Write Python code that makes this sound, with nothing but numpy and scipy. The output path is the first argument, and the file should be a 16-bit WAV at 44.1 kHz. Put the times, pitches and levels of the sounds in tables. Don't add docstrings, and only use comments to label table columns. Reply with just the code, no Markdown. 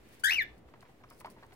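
import sys
import numpy as np
from scipy import signal
from scipy.fft import rfft, irfft, next_fast_len
from scipy.io import wavfile
from scipy.ndimage import map_coordinates

SR = 44100
rng = np.random.default_rng(int(sys.argv[2]) if len(sys.argv) > 2 else 0)


def unload_wav(signal):
    wavfile.write(
        sys.argv[1],
        SR,
        np.round(np.clip(np.atleast_2d(signal).T, -1, 1) * 32767).astype(np.int16),
    )


def voltage_ratio(decibels):
    exponent = np.asarray(decibels, float) / 20
    return 10 ** exponent


N = 68355


def unit(x):
    return x / np.sqrt(np.mean(x ** 2) + 1e-20)


def along(points, hz):
    f, v = np.transpose(points)
    return np.interp(np.log(hz + 1), np.log(f + 1), v)


def curves(rows):
    s, *cols = np.transpose(rows)
    return [np.interp(np.arange(N) / SR, s, c) for c in cols]


def wobble(rate):
    knots = rng.standard_normal(int(N * rate / SR) + 4)
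    return map_coordinates(knots, [np.arange(N) * rate / SR])


def filtered(x, response):
    m = next_fast_len(N + SR // 2)
    return irfft(rfft(x, m) * response(np.fft.rfftfreq(m, 1 / SR)), m)[..., :N]


def noise(colour, channels):
    return unit(filtered(rng.standard_normal((channels, N)), lambda hz: voltage_ratio(along(colour, hz))))


# (frequency [Hz], level [dB])
HUM_COLOUR = [(24, -24), (40, 0), (171, -6.5), (354, -5.5), (789, -14.5), (895, -17.5), (1240, -20.5),
              (16000, -61.5)]
# (frequency [Hz], correlation [0-1])
ALIKE = [(60, 0.952), (240, 0.73), (950, 0.36), (3770, 0.014), (15000, 0.02)]


def hum():
    t = np.arange(N) / SR

    def mid_side(hz):
        angle = np.arccos(np.clip(along(ALIKE, hz), -1, 1)) / 2
        return voltage_ratio(along(HUM_COLOUR, hz)) * np.array([np.cos(angle), np.sin(angle)])

    mid, side = filtered(rng.standard_normal((2, N)), mid_side)
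    tone = voltage_ratio(-60.5 + 1.2 * wobble(8)) * unit(np.array([mid + side, mid - side]))
    mains = voltage_ratio(-69 + 1.7 * wobble(14)) * np.sin(2 * np.pi * 121.7 * t)
    return tone + mains


# (time [s], width [s], level [dB])
HANDLING = [
    (.28, 0.042, -60.5),
    (0.441, 0.13, -58.5),
    (.52, 0.043, -57.5),
    (.67, 0.0127, -53.5),
]


def handling():
    t = np.arange(N) / SR
    swell = sum(voltage_ratio(db) * np.exp(-((t - s) / width) ** 2) for s, width, db in HANDLING)
    return swell * np.sin(2 * np.pi * 56.05 * t + 1.6 * wobble(10.0))


# (frequency [Hz], t60 [s])
ROOM_DECAY = [(300, 0.24), (2000, 0.2316), (6000, 0.373), (14000, 0.1)]


def room(x):
    hz, t, z = signal.stft(rng.standard_normal((2, SR // 2)), SR, nperseg=256)
    hz = hz[:, None]
    decay = voltage_ratio(-60 * t / along(ROOM_DECAY, hz))
    soaked = 1 + (hz / 4000) ** 2
    tail = signal.istft(z * decay / soaked, SR, nperseg=256)[1]
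    late = np.pad(x, (300, 0))[None]
    return signal.fftconvolve(late, tail / np.linalg.norm(tail[0]), axes=1)[:, :N]


# (frequency [Hz], level [dB])
SHADOW = [(500, -13), (1300, -9.5), (2400, -3), (4400, -10), (8000, -25), (15000, -43)]
# (delay [s], left level [dB], right level [dB])
WALLS = [(.0021, -29.5, -3.5), (.0043, -52, -14.5), (.0072, -17.5, -22.5), (0.0123, -20.5, -7.5),
         (.017, -14.5, -20.5)]


def ports(hz):
    def late(s):
        return np.exp(-2j * np.pi * hz * s)

    def walls(side):
        stretch = 1 + .13 * side
        return sum(voltage_ratio(row[side]) * late(row[0] * stretch) for row in WALLS) / (1 + hz / 6000)

    left = 1 + walls(1)
    right = voltage_ratio(along(SHADOW, hz)) * late(0.0004617) + voltage_ratio(-9.0) * walls(2)
    return np.array([left, right])


# (time [s], level [dB])
STIR = [(0, 1), (.06, 8.5), (.12, 7.5), (.23, 8.5), (.55, -0.5), (1, 0), (1.3, 4), (1.55, 1)]
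# (frequency [Hz], level [dB])
STIR_COLOUR = [(800, -4), (2000, 7), (5500, -6), (9000, -8), (16000, -9.5)]


def stir():
    return voltage_ratio(-72 + curves(STIR)[0] + 1.5 * wobble(29)) * noise(STIR_COLOUR, channels=2)


def puffs(rows):
    t = np.arange(N) / SR
    total = np.zeros(N)
    for s, length, db in rows:
        rise = np.clip((t - s) / 0.00105, 0, 1)
        fade = np.clip((s + length - t) / (0.702 * length), 0, 1)
        total += voltage_ratio(db) * rise * fade
    return voltage_ratio(3.4 * wobble(400)) * total


# (time [s], length [s], level [dB])
RUSTLES = [(.085, 0.016, -66.5), (0.123, 0.05, -66), (0.194, 0.027, -60.5), (0.579, 0.018, -71.5),
           (.81, 0.038, -68.5), (1.097, 0.0174, -63.5), (1.115, 0.11, -71), (1.174, 0.027, -70.5),
           (1.19, 0.038, -68.5), (1.198, .02, -64), (1.206, 0.019, -65), (1.256, 0.019, -62.5),
           (1.298, 0.032, -61), (1.318, 0.067, -77), (1.464, 0.0087, -69.5), (1.528, 0.049, -67.5)]
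# (frequency [Hz], level [dB])
FEATHER = [(2500, -30), (4500, -1.5), (7000, -7), (9000, 1), (13000, -7.5), (16000, -3)]
# (time [s], length [s], level [dB])
SWISH = [
    (1.087, .045, -75),
    (1.13, .035, -73),
]
# (frequency [Hz], level [dB])
SWISH_COLOUR = [(4000, -40), (4700, -2), (5200, 0), (5700, -9), (6400, -40)]


def rustles():
    feathers = puffs(RUSTLES) * noise(FEATHER, channels=2) * voltage_ratio([[1.5], [-1.5]])
    return feathers + puffs(SWISH) * noise(SWISH_COLOUR, channels=2)


# (time [s], length [s], level [dB])
SCRATCHES = [(.686, 0.0083, -67), (.737, 0.0124, -65), (.815, 0.0199, -65), (.85, 0.0372, -72.5),
             (1.036, 0.0102, -69.5), (1.1, 0.032, -71.5), (1.206, 0.0117, -61), (1.245, 0.0194, -60),
             (1.387, 0.0232, -71.5), (1.508, 0.0107, -73), (1.522, 0.0092, -60.5)]
# (frequency [Hz], level [dB])
CLAW = [(600, -30), (1200, -5), (2100, 0), (3200, -7), (4500, -13), (6000, -30), (16000, -60)]
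# (time [s], length [s], level [dB])
THUDS = [
    (.29, 0.042, -74.5),
    (1.19, 0.052, -65),
    (1.25, 0.168, -60.5),
    (1.37, 0.097, -70),
]
# (frequency [Hz], level [dB])
THUD_COLOUR = [(100, -28.5), (170, -3.5), (400, -4), (650, -14), (2000, -61)]


def footing():
    return puffs(SCRATCHES) * noise(CLAW, channels=1) + puffs(THUDS) * noise(THUD_COLOUR, channels=1)


# (time [s], peak level [dB], pitch [Hz], scrape [s])
TAPS = [(0.195, -62.5, 743, 0.018), (0.686, -51.5, 1047, 0.0033), (0.738, -43, 969.5, 0.00875),
        (.757, -55.5, 890, 0.0043), (.8075, -50.5, 4140, 0.0014), (0.827, -46.5, 1058, 0.0075),
        (0.851, -53.5, 1050, 0.015), (0.893, -52, 770, 0.0083), (1.002, -55.5, 796, 0.0286),
        (1.037, -44.5, 1174, 0.00445), (1.047, -51.5, 1067, 0.00196), (1.109, -45, 1013, 0.0109),
        (1.124, -52.5, 1068, 0.0084), (1.206, -46.5, 975, 0.007), (1.214, -44.5, 936, 0.0068),
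        (1.246, -32, 949, 0.00501), (1.257, -36, 1083, 0.00902), (1.27, -42, 1011, 0.0072),
        (1.363, -51.5, 892, 0.019), (1.383, -52, 993, 0.0056), (1.425, -44.5, 764, 0.00583),
        (1.432, -45, 888, 0.00684), (1.446, -55.5, 786, 0.00285), (1.508, -55.5, 915, .004),
        (1.521, -52, 2096, .006), (1.525, -50.5, 753, 0.0106)]
# (frequency over pitch [ratio], width over pitch [ratio], level [dB])
SLATS = [(.6, 0.118, -7), (1, 0.1344, 0.5), (1.45, 0.51, -11), (2.1, 0.213, -8.5), (3.1, 0.54, -24),
         (4.8, 0.455, -24)]


def taps():
    out, t = np.zeros(N + SR), np.arange(4096) / SR
    f = np.fft.rfftfreq(len(t), 1 / SR)
    for s, db, hz, scrape in TAPS:
        grains = rng.standard_normal(len(t)) * voltage_ratio(5.22 * rng.standard_normal(len(t)))
        push = grains * np.exp(-t / max(scrape, .002)) * (1 - np.exp(-t / 0.00085)) * (t < .07)
        slats = 0
        for k, (ratio, width, level) in enumerate(SLATS):
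            damping = 1j * f * width * hz
            slats = slats + (-1) ** k * voltage_ratio(level) * damping / ((ratio * hz) ** 2 - f * f + damping)
        hit = irfft(rfft(push) * slats)
        out[round(s * SR) - 60:][:len(t)] += voltage_ratio(db - 0.5) * hit / np.abs(hit).max()
    return out[:N]


# (time [s], level [dB])
SNAPS = [(.306, -30), (.3155, -30), (.318, -31), (.3275, -31), (.3305, -27), (.3398, -26), (.3425, -28),
         (.3515, -25), (.354, -33)]
# (frequency [Hz], level [dB])
SNAP_COLOUR = [(600, -30), (1300, -4), (2500, 0), (4000, -3), (6200, -10), (7500, -30), (16000, -45)]


def snaps():
    t = np.arange(N) / SR
    bursts = sum(voltage_ratio(db) * (t >= s) * np.exp(-np.abs(t - s) / .0006) for s, db in SNAPS)
    return 2 * filtered(bursts * rng.standard_normal(N), lambda f: voltage_ratio(along(SNAP_COLOUR, f)))


# (frequency [Hz], level [dB])
AIR = [(5000, -10.5), (8500, -12), (11000, -2), (14000, 2), (15200, -7.5), (15500, -57)]


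def breath():
    t = np.arange(N) / SR
    strain = np.exp(-((t - .317) / .047) ** 4)
    return voltage_ratio(-24.5 + 3.6 * wobble(206)) * (strain + .06) * noise(AIR, channels=1)[0]


# (frequency [Hz], level [dB])
BEAK = [(300, -30), (1600, -6), (3500, 1.5), (5000, -5), (6300, -1.5), (9000, 1), (11500, 6.5),
        (15300, 0.5)]


def whistle(phase, hz, trough, tilt_db):
    t = np.arange(N) / SR
    smear = .45 * np.exp(-((t - .312) / .05) ** 4)
    turned = t > .3
    sheen_db = 24 * np.clip((t - .375) / .02, .15, 1)
    tone = np.cos(phase)
    for k in range(2, 11):
        blur = (smear * np.clip(k - 2.2, .06, 1) + .02) * k * wobble(700)
        dip = np.exp(-((k * hz - 9400) / 3000) ** 2)
        turned_db = turned * (-15 * dip + sheen_db * (1 - dip) * (k * hz > 9400))
        level_db = -6 - 5 * trough + turned_db + tilt_db * (k - 1.5) + along(BEAK, k * hz) + 2 * wobble(150)
        beak_limit = np.clip((15300 - k * hz) / 500, 0, 1)
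        tone += voltage_ratio(level_db) * beak_limit * np.cos(k * phase + blur + .45 * (k - 2) ** 2)
    return tone


# (time [s], mean pitch [Hz], trill depth [Hz])
PITCH = [
    (.237, 1590, 65),
    (.262, 1645, 85),
    (.3, 1860, 250),
    (.312, 2320, 330),
    (.335, 2690, 300),
    (.358, 2800, 130),
    (.385, 2385, 35),
    (.41, 1850, 25),
    (.432, 1660, 0),
]
# (time [s], level [dB], brightness [dB per harmonic], rasp [dB], trill swell [dB])
EFFORT = [
    (.237, -19, -2.5, -27, 3),
    (.26, -19.5, -3, -28.5, 0),
    (.285, -23.5, -5.5, -51, -1),
    (.312, -20, -6.5, -9.5, 9.5),
    (.344, -22.5, -7, -19, 36),
    (.358, -28, -8.5, -15, -1.5),
    (.376, -30.5, -5.5, -21.5, -2.5),
    (.388, -21, -16.5, -31, -1.5),
    (.43, -28, -3.5, -57, 12),
]
# (frequency [Hz], level [dB])
RASP = [(250, -22), (1100, -7), (2200, 0), (3500, -6), (5800, -9), (7200, -30), (16000, -40)]


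def chirp():
    t = np.arange(N) / SR
    pitch, depth = curves(PITCH)
    level_db, tilt_db, rasp_db, swell_db = curves(EFFORT)
    cycles = np.maximum(78.5 * (t - .2472), -.5) + 95 * np.maximum(t - .31, 0) ** 2
    swing = 2 * np.pi * cycles
    lean = .45 * np.clip((t - .3) / .02, 0, 1)
    trough = (1 - np.cos(swing + lean * (1 - np.cos(swing)))) / 2
    rasp = voltage_ratio(rasp_db) * (.25 + .75 * trough)
    hz = pitch + depth * (1 - 2 * trough) + 25 * wobble(248.95) + 264 * rasp * wobble(900)
    phase = 2 * np.pi * np.cumsum(hz) / SR
    tone = voltage_ratio(-swell_db * trough ** 2) * whistle(phase, hz, trough, tilt_db)
    scratch = rasp * noise(RASP, channels=1)[0] * voltage_ratio(3.5 * wobble(500))
    gate = np.clip((t - .2358) / .003, 0, 1) * np.clip((.4355 - t) / .015, 0, 1)
    return gate * voltage_ratio(level_db + 1.0) * (tone + scratch + breath()) + snaps()


def scene():
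    bird, claws = chirp(), taps()
    lag_s = np.array([[0], [0.0001427]])
    near = filtered(claws, lambda hz: np.exp(-2j * np.pi * hz * lag_s))
    background = hum() + handling() + stir()
    answers = voltage_ratio(-20) * room(bird) + voltage_ratio(-19) * room(claws)
    return background + answers + rustles() + footing() + near + filtered(bird, ports)


def low_pass(x):
    return signal.sosfilt(signal.butter(12, 16050, fs=SR, output="sos"), x)


def record(dry):
    def band(hz):
        return (hz < 16100) * hz ** 4 / (hz ** 4 + 38 ** 4)

    return low_pass(filtered(dry, band) - .0005)


dry = scene()
out = record(dry)
unload_wav(out)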